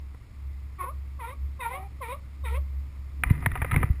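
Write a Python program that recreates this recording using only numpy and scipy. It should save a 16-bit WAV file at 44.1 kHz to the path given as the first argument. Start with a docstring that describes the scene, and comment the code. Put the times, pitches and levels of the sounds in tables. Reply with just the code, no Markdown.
"""Sea lions on a buoy, heard across calm water: one gives five barks that dip in pitch, and a deeper
one joins in twice. Their jittering vocal folds and rasping breath are shaped by throat and mouth.
Right at the microphone the camera mount hums at a low resonance; near the end a hand shifts on it,
and the housing knocks, scrapes and thumps. A quiet wash of water and wind lies behind it all.
The recorder holds each sample at a low rate, which mirrors every sound faintly into the treble."""
import sys
import numpy as np
from scipy import signal
from scipy.fft import rfft, irfft, next_fast_len
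from scipy.io import wavfile

SR = 44100
rng = np.random.default_rng(int(sys.argv[2]) if len(sys.argv) > 2 else 0)


def transcribe(u):
    """Save the signal u as a 16-bit wav file named by the first command-line argument.

    u: samples, shape (n,) or (channels, n), limited to [-1, 1]; the rate is SR.
    q: integer samples, one column per channel.
    """
    v = np.clip(np.atleast_2d(u).T, -1, 1)
    q = np.round(v * 32767).astype(np.int16)
    wavfile.write(sys.argv[1], SR, q)


N = 176400
TIME = np.arange(N) / SR

# Resonances of a sea lion's throat. Each row: frequency in Hz, relative gain in dB.
THROAT_RESPONSE = [(300, -19), (700, -27), (920, 5.5), (1150, 5), (1300, 3), (1420, -8.5), (1690, -21),
                   (1880, -3), (2400, -3.5), (2750, -16), (3720, -13.5), (4700, -27)]


def sea_lions():
    """Both animals out on the buoy, with a faint scatter from buoy and water."""
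    # Each row: start and length in seconds, lowest pitch in Hz, opening drop as a share of that pitch,
    # lower band level, fundamental level, open-mouth gain and treble gain in dB, release and time of
    # the sag in seconds, sag and rasp in dB, time of the shrill edge in seconds, its level in dB.
    barks = [(0.829, 0.098, 484.5, 0.21, -35.5, -44, -0.5, -11.5, 0.049, 0.84, -11, -34, .83, -72),
             (1.183, 0.18, 451.8, 0.32, -43, -48.5, 4, -5.5, 0.053, 1.29, 0, -11.5, 1.29, -64),
             (1.586, 0.23, 458.6, 0.22, -40, -46.5, 9, -1, 0.061, 1.695, -3, -15.5, 1.627, -52),
             (2.001, 0.175, 448.8, .39, -39.5, -42.5, -3, -2, 0.046, 2.078, -3, -14, 2.115, -59),
             (2.432, 0.17, 438.8, .34, -44.5, -44.5, 2.5, 2.5, 0.028, 2.51, -4, -11.5, 2.46, -56.5)]
    # Each row: start and length in seconds, lowest pitch in Hz, level in dB, mouth resonance in Hz.
    deep_calls = [(0.784, 0.087, 358.4, -33.5, 1097), (1.694, 0.19, 373.8, -43.5, 685)]
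    calls = np.zeros(N)
    for row in barks:
        add(calls, *bark(*row))
    for row in deep_calls:
        add(calls, *deep_call(*row))
    scatter_db, scatter_t60_s = -13.5, 0.23
    t = TIME[:SR // 2]
    tail = rng.standard_normal(len(t)) * amp(-60 * t / scatter_t60_s)
    return calls + amp(scatter_db) * signal.fftconvolve(calls, tail / np.linalg.norm(tail))[:N]


def bark(start, length, low_hz, drop, db, chest_db, open_db, treble_db,
         release_s, sag_s, sag_db, rasp_db, edge_s, edge_db):
    """The pitch drops and climbs again; the opening mouth moves weight from fundamental to overtones."""
    t = np.arange(0, length, 1 / SR)
    attack_s, flare_s, split_hz, rolloff_hz = 0.014, 0.027, 1700, 2740

    def gate(lag_s):
        ramp = np.minimum((t - lag_s) / attack_s, (length - lag_s - t) / release_s)
        return np.sin(np.pi / 2 * np.clip(ramp, 0, 1)) ** 2

    bottom = 0.35  # share of the bark gone by at its lowest pitch
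    past = t / length - bottom
    fall = drop * abs(past / bottom) ** 1.9
    rise = 0.42 * abs(past / past.max()) ** 1.5
    partials, waves, puffs = vocal_folds(low_hz * (1 + np.where(past < 0, fall, rise)))
    mouth = bell(past, 0.15)
    sag = sag_db * bell(start + t - sag_s, flare_s)  # the voice sags and leaves its rasp
    chest = amp(chest_db - 16 * mouth) * waves[0]
    shrill = unit_rms(colour(puffs, lambda f: bell(f - 3717, 100)))
    edge = amp(edge_db) * bell(start + t - edge_s, flare_s) * shrill
    out = gate(0) * (chest + edge)
    # The treble opens later, shuts earlier and sags further than the band below the split.
    lower = (-2.9, db, 0.0025, sag + open_db * mouth, rasp_db)
    treble = (0.3, db + treble_db, 0.011, 4.3 * sag, rasp_db + 4.5)
    for slope, band_db, lag_s, voice_db, breath_db in (lower, treble):
        throat = lambda f: gain_at(THROAT_RESPONSE, f) * (1 + np.tanh(slope * (f - split_hz) / 80))
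        gains = throat(partials) / np.hypot(1, (partials / rolloff_hz) ** 4)
        voice = amp(voice_db) * (gains * waves).sum(0) / np.linalg.norm(gains, axis=0)
        breath = amp(breath_db) * unit_rms(colour(puffs, throat))
        out += amp(band_db) * gate(lag_s) * (voice + breath)
    return start, out


def deep_call(start, length, low_hz, db, mouth_hz):
    """A rounder call that also dips in pitch; the mouth picks out one harmonic over a light rasp."""
    progress = np.arange(0, length, 1 / SR) / length
    partials, waves, puffs = vocal_folds(low_hz * (1 + 0.112 * (2 * progress - 1) ** 2))
    mouth = 1 / (1 + ((partials - mouth_hz) / 187) ** 4)
    upper = amp(-16) / (1 + ((partials - 2207) / 290) ** 4)
    chest = amp(-17.5) * (low_hz / partials) ** 2
    voice = unit_rms(((mouth + upper + chest) * waves).sum(0))
    rasp = amp(-12.5) * unit_rms(colour(puffs, lambda f: gain_at(THROAT_RESPONSE, f)))
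    return start, amp(db) * np.sin(np.pi * progress) ** 0.69 * (voice + rasp)


def vocal_folds(hz):
    """Jittering folds: the frequencies and waves of twelve harmonics, and a puff of air per cycle."""
    size, harmonics = len(hz), np.arange(1, 13)
    jitter = 1 + 0.021 * wander(size, hz=304)
    phase = 2 * np.pi * np.cumsum(hz * jitter) / SR
    waves = []
    for n in harmonics:
        wave = np.cos(n * phase + rng.uniform(0, 2 * np.pi))
        flutter = 1 + 0.34 * wander(size, hz=60)
        waves.append(wave * flutter)
    puffs = (1 + 2 * np.cos(phase)) * rng.standard_normal(size)
    return harmonics[:, None] * hz, np.sqrt(2) * np.array(waves), puffs


def handling():
    """Knocks, dry ticks and thumps that reach the microphone through housing and mount."""
    # Each row: start in seconds, level in dB, scraping time in seconds, brightness in dB per octave.
    knocks = [(0.145, -44.5, 0.0012, -12), (3.2357, -9.5, 0.00059, 1), (3.299, -26, 0.0032, 2.5),
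              (3.423, -31, 0.0035, -6), (3.4603, -9.5, 0.0009, 2), (3.516, -29, 0.00081, 2),
              (3.554, -23.5, 0.0024, -5), (3.574, -30.5, 0.0011, -1), (3.6169, -20, 0.0027, -2.5),
              (3.646, -22.5, 0.001, -7.5), (3.712, -18.5, 0.0027, 2), (3.727, -29, 0.0045, 0),
              (3.742, -23, 0.0014, -2), (3.7615, -13.5, 0.00078, -1.5), (3.8283, -16.5, 0.0024, -6.5)]
    # Each row: start in seconds, peak level in dB.
    ticks = [(3.313, -36), (3.407, -43), (3.932, -45)]
    # Each row: time of the peak in seconds, peak level in dB, nominal pitch in Hz.
    thumps = [(0.149, -43.5, 169), (3.271, -21, 60.5), (3.3124, -5, 129), (3.4723, -13.5, 124),
              (3.531, -21.5, 69.4), (3.6255, -17, 112), (3.738, -15.5, 96), (3.7726, -16, 135),
              (3.8447, -16, 112), (3.908, -10.5, 91)]
    out = np.zeros(N)
    for row in knocks:
        add(out, *knock(*row))
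    for start, db in ticks:
        add(out, start, amp(db) * crack())
    for row in thumps:
        add(out, *thump(*row))
    return out


def knock(start, db, scrape_s, tilt_db):
    """A tap cracks, and with a short scrape rings the housing, tuned a little differently by each grip."""
    snap = crack()
    t = TIME[:len(snap)]
    force = 0.44 * rng.standard_normal(len(t)) * np.exp(-t / scrape_s) * t / scrape_s
    force[0] += 1  # the tap itself
    tuning = np.exp(0.038 * rng.standard_normal())
    body = signal.fftconvolve(force, housing(tilt_db, tuning))[:len(t)]
    return start, amp(db) * (body / abs(body).max() + amp(-25) * snap)


def crack():
    """A bright snap of peak 1 that dies within a few milliseconds."""
    t = TIME[:SR // 20]
    snap = rng.standard_normal(len(t)) * np.exp(-t / 0.0018)
    return snap / abs(snap).max()


def housing(tilt_db=0, tuning=1):
    """The short ring of the housing: it builds up quickly, and its treble is damped."""
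    # Each row: frequency in Hz, relative level in dB, seconds to fall 60 dB.
    housing_modes = [(520, -10, 0.015), (757, -8.5, 0.027), (1003, -2, 0.021), (1190, -0.5, 0.019),
                     (2002, 8.5, 0.012), (2330, -7.5, 0.026), (3770, -1.5, 0.0057)]
    swell_s, damping_hz = 0.00033, 2740
    sound = ring([(hz * tuning, db, t60) for hz, db, t60 in housing_modes], 0.05, tilt_db)
    sound *= 1 - bell(TIME[:len(sound)], swell_s)
    return signal.sosfilt(signal.butter(4, damping_hz, fs=SR, output="sos"), sound)


def thump(peak_s, db, hz):
    """A soft push: the mount swings up, then slows and settles within a few cycles."""
    cycles = TIME[:SR // 10] * hz
    swing = -cycles ** 2 * np.exp(-cycles / 0.31) * np.sin(2 * np.pi * cycles ** 0.74)
    return peak_s - swing.argmax() / SR, amp(db) * swing / swing.max()


def hand_rub():
    """Tiny slips of the hand ring the housing while the mount shudders under it."""
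    # Each row of both: time in seconds, level in dB.
    rub_levels = [(3.236, -45), (3.3, -42.5), (3.39, -50.5), (3.69, -45), (3.74, -38.5), (3.82, -42.5),
                  (3.87, -47.5), (4.0, -67)]
    shudder_levels = [(3.05, -78), (3.261, -32.5), (3.691, -37), (3.76, -19.5), (3.86, -30), (4.0, -46.5)]
    # Each row: frequency in Hz, relative level in dB, seconds to fall 60 dB.
    mount_modes = [(72.7, 4, 0.12), (99.5, 4.5, 0.11), (137.1, -1.5, 0.36), (248, -4.5, 0.072)]
    slips_per_s = 2400
    slips = (rng.random(N) < slips_per_s / SR) * rng.standard_normal(N)
    rub = (slips, housing(), rub_levels)
    shudder = (rng.standard_normal(N), ring(mount_modes, 0.25), shudder_levels)
    out = np.zeros(N)
    for force, body, levels in (rub, shudder):
        begun = TIME > levels[0][0]
        out += unit_rms(signal.fftconvolve(force, body)[:N]) * envelope(levels) * begun
    return out


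def mount_hum():
    """The lowest resonance of the mount swells and wavers, close under the microphone."""
    # Each row: time in seconds, level in dB.
    hum_levels = [(0.13, -39.5), (0.27, -58.5), (0.44, -34), (0.72, -41), (0.98, -33.5), (1.3, -44),
                  (1.44, -29.5), (1.6, -42.5), (2.37, -39.5), (2.43, -31), (2.6, -26.5), (2.68, -36),
                  (2.8, -31), (2.92, -38.5), (3.2, -34)]
    hum_hz = 68.1
    waver = 1 + 0.16 * (wander(N, hz=14) + 1j * wander(N, hz=14))  # in both level and phase
    return np.sqrt(2) * envelope(hum_levels) * (waver * np.exp(2j * np.pi * hum_hz * TIME)).real


def open_water():
    """A quiet, even wash of water and wind in the background."""
    # Each row: frequency in Hz, relative noise density in dB.
    wash_spectrum = [(20, -1.5), (115, 4), (160, -9.5), (300, -14), (450, -23.5), (800, -26.5), (1170, -21),
                     (1600, -30), (2120, -22.5), (2900, -33), (5500, -34.5)]
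    # Each row: time in seconds, level in dB.
    wash_levels = [(0, -48), (4, -46.5)]
    wash = colour(rng.standard_normal(N), lambda f: gain_at(wash_spectrum, f))
    return envelope(wash_levels) * unit_rms(wash)


def ring(modes, length, tilt_db=0):
    """Dying sines of a struck object, tilted in dB per octave about its loudest mode."""
    t = np.arange(0, length, 1 / SR)
    loudest_hz = max(modes, key=lambda mode: mode[1])[0]
    return sum(amp(db + tilt_db * np.log2(hz / loudest_hz) - 60 * t / t60) * np.sin(2 * np.pi * hz * t)
               for hz, db, t60 in modes)


def wander(size, hz):
    """Smooth random drift of unit RMS, up to about the given rate."""
    return unit_rms(colour(rng.standard_normal(size), lambda f: bell(f, hz)))


def colour(x, gain):
    """Filters x by a gain given as a function of frequency."""
    size = next_fast_len(len(x) + 2048)
    return irfft(rfft(x, size) * gain(np.fft.rfftfreq(size, 1 / SR)), size)[:len(x)]


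def gain_at(spectrum, hz):
    points_hz, db = np.transpose(spectrum)
    return amp(np.interp(np.log(hz + 1), np.log(points_hz), db))


def envelope(levels):
    return amp(np.interp(TIME, *np.transpose(levels)))


def amp(db):
    return 10 ** (np.asarray(db) / 20)


def unit_rms(x):
    return x / np.sqrt(np.mean(x ** 2) + 1e-20)


def bell(x, width):
    return np.exp(-(x / width) ** 2)


def add(mix, start, sound):
    part = mix[max(round(start * SR), 0):][:len(sound)]
    part += sound[:len(part)]


def scene():
    """The buoy, the camera and the open water at one microphone."""
    return (sea_lions() + handling() + hand_rub() + mount_hum() + open_water())[None]


def record(dry):
    """The recorder limits the band, then holds each sample, mirroring the sound about the hold rate."""
    input_cutoff_hz, hold_hz, output_cutoff_hz = 5750, 12000, 15400
    limited = signal.oaconvolve(dry[0], signal.firwin(127, input_cutoff_hz, fs=SR), "same")
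    mirrored = limited * (1 + 2 * np.cos(2 * np.pi * hold_hz * TIME))
    held = colour(mirrored, lambda f: np.sinc(f / hold_hz))
    lowpass = signal.firwin(255, output_cutoff_hz, window=("kaiser", 9), fs=SR)
    return signal.oaconvolve(held, lowpass, "same")[None]


dry = scene()
out = record(dry)
transcribe(out)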